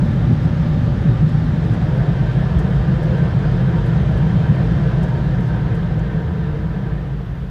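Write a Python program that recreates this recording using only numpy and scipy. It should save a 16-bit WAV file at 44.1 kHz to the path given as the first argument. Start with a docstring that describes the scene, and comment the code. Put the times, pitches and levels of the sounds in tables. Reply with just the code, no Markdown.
"""Air-dryer jets of a car wash buffet a car as it creeps out, heard from the driver's seat.
Buffeting: noise in the cabin modes, with short swells. Rush and seal hiss: coloured, fluttering noise.
Fan tones: narrow noise bands that flare. Blown drops: short noise bursts and a fine random patter.
The microphone swings from side window to windscreen; the rush changes colour, the hiss dulls, and both fade.
A faint even noise floor lies beneath; a limiter and a band limit follow."""
import sys
import numpy as np
from scipy import signal
from scipy.fft import rfft, irfft
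from scipy.io import wavfile
from scipy.ndimage import uniform_filter1d, minimum_filter1d

SR = 44100
rng = np.random.default_rng(int(sys.argv[2]) if len(sys.argv) > 2 else 0)


def store_wav(level_fs):
    """Save 16-bit WAV to argv[1]."""
    pcm = np.round(np.clip(np.atleast_2d(level_fs), -1, 1) * 32767)
    wavfile.write(sys.argv[1], SR, pcm.T.astype(np.int16))


N = 330750

# Cabin and panel modes: (centre [Hz], width [Hz], side-window level [dB], windscreen level [dB])
CABIN_MODES = [(91.5, 21, -5.5, -11.5), (116.7, 13, 2.5, -1.5), (132.9, 14, 0.9, 2.3), (157.5, 16, 4, 1),
               (175.7, 26.3, -8, -3.5), (198.2, 14, -10, -11), (232, 45, -9, -30), (268, 63, -19.5, -33),
               (342.6, 42, -19, -31)]
# Loudest short swells of the boom: (centre [s], lift [dB])
BOOM_SWELLS = [(.04, 3.5), (.32, 7.5), (1.11, 3), (1.23, 5.5), (2.23, 5), (3.75, 5), (4.51, 8), (5.56, 2),
               (5.73, 5), (5.96, 4)]
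# Lowest cabin mode and its skirts: (frequency [Hz], relative density [dB per Hz])
HEAVE_SPECTRUM = [(8, -38), (20, -25), (34, -19), (45, -8.5), (56, 1.5), (63, -8), (70, -7), (82, -4.5),
                  (105, -21.5), (200, -53.5)]
# Loudest short swells of the lowest cabin mode: (centre [s], lift [dB])
HEAVE_SWELLS = [(2.58, 12.5), (2.8, 7.5), (4.04, 8), (4.16, 8.5), (4.75, 8), (5.97, 7)]
# Rush through the side window: (frequency [Hz], relative density [dB per Hz])
SIDE_RUSH_SPECTRUM = [(120, -19.5), (280, 0), (400, -1.5), (580, 3), (660, -5), (760, -1), (1050, -8),
                      (1400, -7.5), (1780, -8), (2200, -15), (2700, -20), (3700, -29.5), (6000, -45.5)]
# Rush through the windscreen: (frequency [Hz], relative density [dB per Hz])
FRONT_RUSH_SPECTRUM = [(120, -8), (240, 2), (340, 3.5), (520, .5), (740, -2), (870, -7), (1020, -7),
                       (1120, -10.5), (1450, -9), (1780, -10.5), (2200, -17), (2700, -21), (3700, -26.5),
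                       (6000, -52.5)]
# Windscreen rush once clear of the jets: (frequency [Hz], change [dB])
FAR_RUSH_CHANGE = [(250, 0.67), (420, 2), (600, -0.79), (1100, 0.84), (2500, 0.18), (8000, 0)]
# Fan tones and bay ringing: (centre [Hz], width [Hz], side-window level over rush [dB],
# windscreen level over rush [dB], gain once clear of the jets [dB])
FAN_TONES = [(320, 57, -8.5, -1.5, 3), (450.6, 28, 0.5, 3, 6), (515, 15, 0, 3.5, -1.5),
             (603, 21, 3.5, 0, .5), (756, 32, -6.5, -1, 1), (928, 22, -10, 6, 0.5), (989, 30, -13, -1, 6),
             (1197, 36, 5, 1.5, 3), (1292, 28, -12.5, -4.5, 7), (1379, 35, -2.5, -1.5, 0),
             (1552, 33, -4, 7.5, 1.5), (1688, 47, -1.5, 4.5, 1.5), (1802, 51, -.5, 2, 2.5),
             (2075, 87, -11, -4, 3), (3147, 53, -1, 7.5, -3.5), (3680, 71, 9, -7, 8)]
# Air at the window seals: (frequency [Hz], relative density [dB per Hz])
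HISS_SPECTRUM = [(1500, -20), (2600, -2), (3200, 1.5), (3800, -0.5), (4300, -4), (5000, -6), (6000, -11.5),
                 (7000, -15.5), (8500, -21), (10000, -26.5), (12000, -35), (15000, -42)]
# Seal hiss once clear of the jets: (frequency [Hz], change [dB])
FAR_HISS_CHANGE = [(2000, -1.5), (4000, -4.0), (7000, -4.5), (16000, -8.0)]
# Drops splashing on the car: (onset [s], crest level [dB], spectral centre [Hz])
DROP_SPLASHES = [(1.285, -58, 6000), (1.733, -54, 5700), (2.584, -50, 6300), (3.027, -57.5, 7000),
                 (3.855, -57.5, 7530), (4.169, -58, 7600), (5.025, -51, 6100), (5.08, -62, 7500),
                 (5.401, -60, 7000), (5.473, -64, 9500), (5.743, -57, 6900)]
# One small hard tick in the cabin: (onset [s], crest level [dB], spectral centre [Hz], decay [s])
HARD_TICK = (5.993, -50, 6500, .003)
# Fine droplet patter: (frequency [Hz], relative density [dB per Hz])
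SPRAY_SPECTRUM = [(2000, -17.5), (5000, 1.5), (9000, -0.5), (15000, -8.0)]

# Microphone swing; roll-out from under the jets; shading of the dryer by the doorway
TURN_START_S, TURN_LENGTH_S = 1.5, 0.45
LEAVE_START_S, LEAVE_LENGTH_S = 4.89, 1.33
DOOR_START_S, DOOR_LENGTH_S = 6.92, 0.31

# Per layer: base level, fade while rolling away, loss past the doorway
BOOM_DB, BOOM_FADE_DB_PER_S, BOOM_DOOR_LOSS_DB = -16, 3, 2.5
HEAVE_DB, HEAVE_FADE_DB_PER_S, HEAVE_DOOR_LOSS_DB = -24.5, 0.8, 1
RUSH_DB, RUSH_FADE_DB_PER_S, RUSH_DOOR_LOSS_DB = -34, 2.5, 1
FANS_DB, FANS_FADE_DB_PER_S, FANS_DOOR_LOSS_DB = -33.5, 2.5, 9
HISS_DB, HISS_FADE_DB_PER_S, HISS_DOOR_LOSS_DB = -49.5, 3, -0.1
FLOOR_DB = -67.5

RUSH_FRONT_GAIN_DB, FANS_FRONT_GAIN_DB = 3.5, 3  # windscreen over side window
FAN_FLARE_DB = 1.6
BOOM_SWELL_LENGTH_S, HEAVE_SWELL_LENGTH_S = 0.063, 0.09
LONG_SWELL_CENTRE_S, LONG_SWELL_LENGTH_S, LONG_SWELL_DB = 4.3, 0.42, 2.2  # before leaving the jets
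DROP_RISE_S, DROP_DECAY_S, DROP_OCTAVES = 0.005, 0.011, 0.61
SPRAY_DECAY_S = 0.0055  # decay of the power
CEILING_DB, LIMITER_S, BAND_EDGE_HZ = -3, 0.02, 15300


def boom(hz):
    """Buffeting drives the cabin modes; each place in the cabin hears its own mix of them."""
    side_power = sum(gain_of(db) ** 2 * bell(hz, f, w) for f, w, db, _ in CABIN_MODES)
    front_power = sum(gain_of(db) ** 2 * bell(hz, f, w) for f, w, _, db in CABIN_MODES)
    side = noise(np.sqrt(side_power))
    front = noise(np.sqrt(front_power))
    modes = sustained(blend(side, front, facing()), seconds=0.09, share=0.52)
    short_swells_db = swells(BOOM_SWELLS, BOOM_SWELL_LENGTH_S)
    long_swell_db = swells([(LONG_SWELL_CENTRE_S, LONG_SWELL_DB)], LONG_SWELL_LENGTH_S)
    throb_db = throb(hz, rate_hz=5, width_hz=3.8, depth_db=0.77)
    distance_db = receding(BOOM_FADE_DB_PER_S, BOOM_DOOR_LOSS_DB)
    return gain_of(BOOM_DB + short_swells_db + long_swell_db + throb_db + distance_db) * modes


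def throb(hz, rate_hz, width_hz, depth_db):
    """Level change in dB: the jets flap against the body in a loose rhythm."""
    return depth_db * noise(np.sqrt(bell(hz, rate_hz, width_hz)))


def heave(hz):
    """The whole cabin's air heaves in its lowest mode, with a few short swells."""
    air = sustained(noise(read(HEAVE_SPECTRUM, hz)), seconds=0.18, share=1.0)
    swells_db = swells(HEAVE_SWELLS, HEAVE_SWELL_LENGTH_S)
    distance_db = receding(HEAVE_FADE_DB_PER_S, HEAVE_DOOR_LOSS_DB)
    return gain_of(HEAVE_DB + swells_db + distance_db) * air


def rush(hz):
    """The jets' roar through the glass the microphone faces; its colour shifts slightly on leaving."""
    near_gain = read(FRONT_RUSH_SPECTRUM, hz)
    far_gain = near_gain * read(FAR_RUSH_CHANGE, hz)
    front = blend(noise(near_gain), noise(far_gain), leaving())
    side = noise(read(SIDE_RUSH_SPECTRUM, hz))
    roar = blend(side, gain_of(RUSH_FRONT_GAIN_DB) * front, facing())
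    level_db = RUSH_DB + receding(RUSH_FADE_DB_PER_S, RUSH_DOOR_LOSS_DB)
    return gain_of(level_db) * eddies(roar, patchy_db=0.94, overall_db=0.3)


def fans(hz):
    """Fuzzy tones that flare in the moving air; their balance shifts as the car leaves the jets."""
    glass, clear, turned = read(FRONT_RUSH_SPECTRUM, hz), leaving(), facing()
    tones = np.zeros(N)
    for centre_hz, width_hz, side_db, front_db, clear_db in FAN_TONES:
        colour = glass * np.exp(-2 * np.log(2) * ((hz - centre_hz) / width_hz) ** 2)
        # a narrow tone holds little of the roar's power
        share = np.sqrt(np.sum(colour ** 2) / np.sum(glass ** 2))
        tone_db = side_db + (front_db - side_db) * turned + clear_db * clear
        flare_db = FAN_FLARE_DB * wander(seconds=0.1)
        tones += share * gain_of(tone_db + flare_db) * noise(colour)
    distance_db = receding(FANS_FADE_DB_PER_S, FANS_DOOR_LOSS_DB)
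    return gain_of(FANS_DB + FANS_FRONT_GAIN_DB * turned + distance_db) * tones


def hiss(hz):
    """Air tearing past the seals, duller as the jets fall behind."""
    near_gain = read(HISS_SPECTRUM, hz)
    far_gain = near_gain * read(FAR_HISS_CHANGE, hz)
    air = blend(noise(near_gain), noise(far_gain), leaving())
    level_db = HISS_DB + receding(HISS_FADE_DB_PER_S, HISS_DOOR_LOSS_DB)
    return gain_of(level_db) * eddies(air, patchy_db=0.92, overall_db=0.05)


def ticks():
    """Soft splashes of drops, and one harder tick."""
    splashes = sum(burst(*row, DROP_DECAY_S, DROP_OCTAVES, DROP_RISE_S) for row in DROP_SPLASHES)
    return splashes + burst(*HARD_TICK, octaves=0.3, rise_s=0.001)


def burst(onset_s, db, centre_hz, decay_s, octaves, rise_s):
    """A short puff of bright noise that swells and dies away."""
    t = np.arange(4096) / SR
    hz = np.fft.rfftfreq(len(t), 1 / SR)
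    colour = np.exp(-0.5 * (np.log2((hz + 1) / centre_hz) / octaves) ** 2)
    puff = evened(irfft(rfft(rng.standard_normal(len(t))) * colour))
    envelope = (1 - np.exp(-(t / rise_s) ** 2)) * np.exp(-t / decay_s)
    sound = gain_of(db) * puff * envelope / envelope.max()
    return np.pad(sound, (max(round(onset_s * SR), 0), N))[:N]


def spray(per_s, db, spread_db):
    """Fine droplets patter at random under the jets and die out as the car leaves them."""
    draws = rng.random((400, 2))[:int(per_s * N / SR)]
    onset = (draws[:, 0] * (N - 1)).astype(int)
    size = gain_of(db + spread_db * draws[:, 1])
    hits = np.bincount(onset, size ** 2, N) * (1 - leaving())
    power = signal.lfilter([1], [1, -np.exp(-1 / (SPRAY_DECAY_S * SR))], hits)
    return np.sqrt(power) * noise(read(SPRAY_SPECTRUM, np.fft.rfftfreq(N, 1 / SR)))


def noise_floor():
    """Faint steady white noise."""
    return gain_of(FLOOR_DB) * rng.standard_normal(N)


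def facing():
    """Where the microphone points: 0 at the side window, 1 at the windscreen."""
    return ramp(TURN_START_S, TURN_LENGTH_S)


def leaving():
    """Where the car is: 0 under the jets, 1 clear of them."""
    return ramp(LEAVE_START_S, LEAVE_LENGTH_S)


def receding(fade_db_per_s, door_loss_db):
    """Level change in dB: a steady fade as the car rolls away, and a short ramp past the doorway."""
    rolled_s = np.maximum(np.arange(N) / SR - LEAVE_START_S, 0)
    return -fade_db_per_s * rolled_s - door_loss_db * ramp(DOOR_START_S, DOOR_LENGTH_S)


def swells(rows, length_s):
    """Level change in dB: each swell rises and falls in one smooth arch."""
    return sum(db * np.sin(np.pi * ramp(s - length_s / 2, length_s)) ** 2 for s, db in rows)


def ramp(start_s, length_s):
    """A move from 0 to 1 at even speed."""
    return np.clip((np.arange(N) / SR - start_s) / length_s, 0, 1)


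def wander(seconds):
    """A slow random drift of rms 1."""
    size = max(int(seconds * SR), 2)
    drift = uniform_filter1d(rng.standard_normal(N), size, mode="wrap")
    return evened(uniform_filter1d(drift, size, mode="wrap"))


def eddies(x, patchy_db, overall_db):
    """Turbulence lifts and drops patches of the spectrum, and the whole of it together."""
    z = signal.stft(x, nperseg=512)[2]
    patch_shape = np.outer(np.hanning(11), np.hanning(17))  # frequency bins by frames
    patches = evened(signal.fftconvolve(rng.standard_normal(z.shape), patch_shape, "same"))
    overall = evened(uniform_filter1d(rng.standard_normal(z.shape[1]), size=14))
    return signal.istft(z * gain_of(patchy_db * patches + overall_db * overall), nperseg=512)[1][:N]


def sustained(x, seconds, share):
    """Evens out part or all of the slow swells of a noise and keeps its fast flutter."""
    size = max(int(seconds * SR), 2)
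    power = uniform_filter1d(uniform_filter1d(x ** 2, size), size)
    return evened(x / (abs(power) + 1e-9) ** (np.clip(share, 0, 1) / 2))


def blend(a, b, share):
    """Crossfades two unrelated noises at constant power."""
    share = np.clip(share, 0, 1)
    return np.sqrt(1 - share) * a + np.sqrt(share) * b


def noise(gain):
    """Noise of rms 1 with the given amplitude spectrum."""
    return evened(irfft(rfft(rng.standard_normal(N)) * gain, N))


def bell(hz, centre_hz, width_hz):
    """Power response of a steep-sided resonance."""
    return 1 / (1 + (hz - centre_hz) ** 2 / (width_hz / np.sqrt(2)) ** 2) ** 2


def read(points, hz):
    """Gain of a spectrum whose points are joined on a log-frequency axis."""
    f, db = np.transpose(points)
    return gain_of(np.interp(np.log(hz + 1), np.log(f + 1), db, right=-120))


def evened(x):
    """Scales to rms 1."""
    return x / np.sqrt(np.mean(x ** 2) + 1e-20)


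def gain_of(db):
    """Decibels to amplitude."""
    return 10 ** (np.asarray(db) / 20)


def scene():
    """Boom, heave, rush, fan tones, hiss and drops over the noise floor."""
    hz = np.fft.rfftfreq(N, 1 / SR)
    jets = boom(hz) + heave(hz) + rush(hz) + fans(hz) + hiss(hz)
    drops = ticks() + spray(per_s=12, db=-70, spread_db=10.5)
    return (jets + drops + noise_floor())[None]


def record(dry):
    """The recorder's limiter ducks the tallest peaks; then its band limit."""
    size = int(LIMITER_S * SR)
    allowed = np.minimum(gain_of(CEILING_DB) / (abs(dry) + 1e-9), 1)
    held = dry * uniform_filter1d(minimum_filter1d(allowed, size), size)
    lowpass = signal.firwin(511, BAND_EDGE_HZ, window=("kaiser", 9), fs=SR)
    return signal.oaconvolve(held, lowpass[None], "same")


dry = scene()
out = record(dry)
store_wav(out)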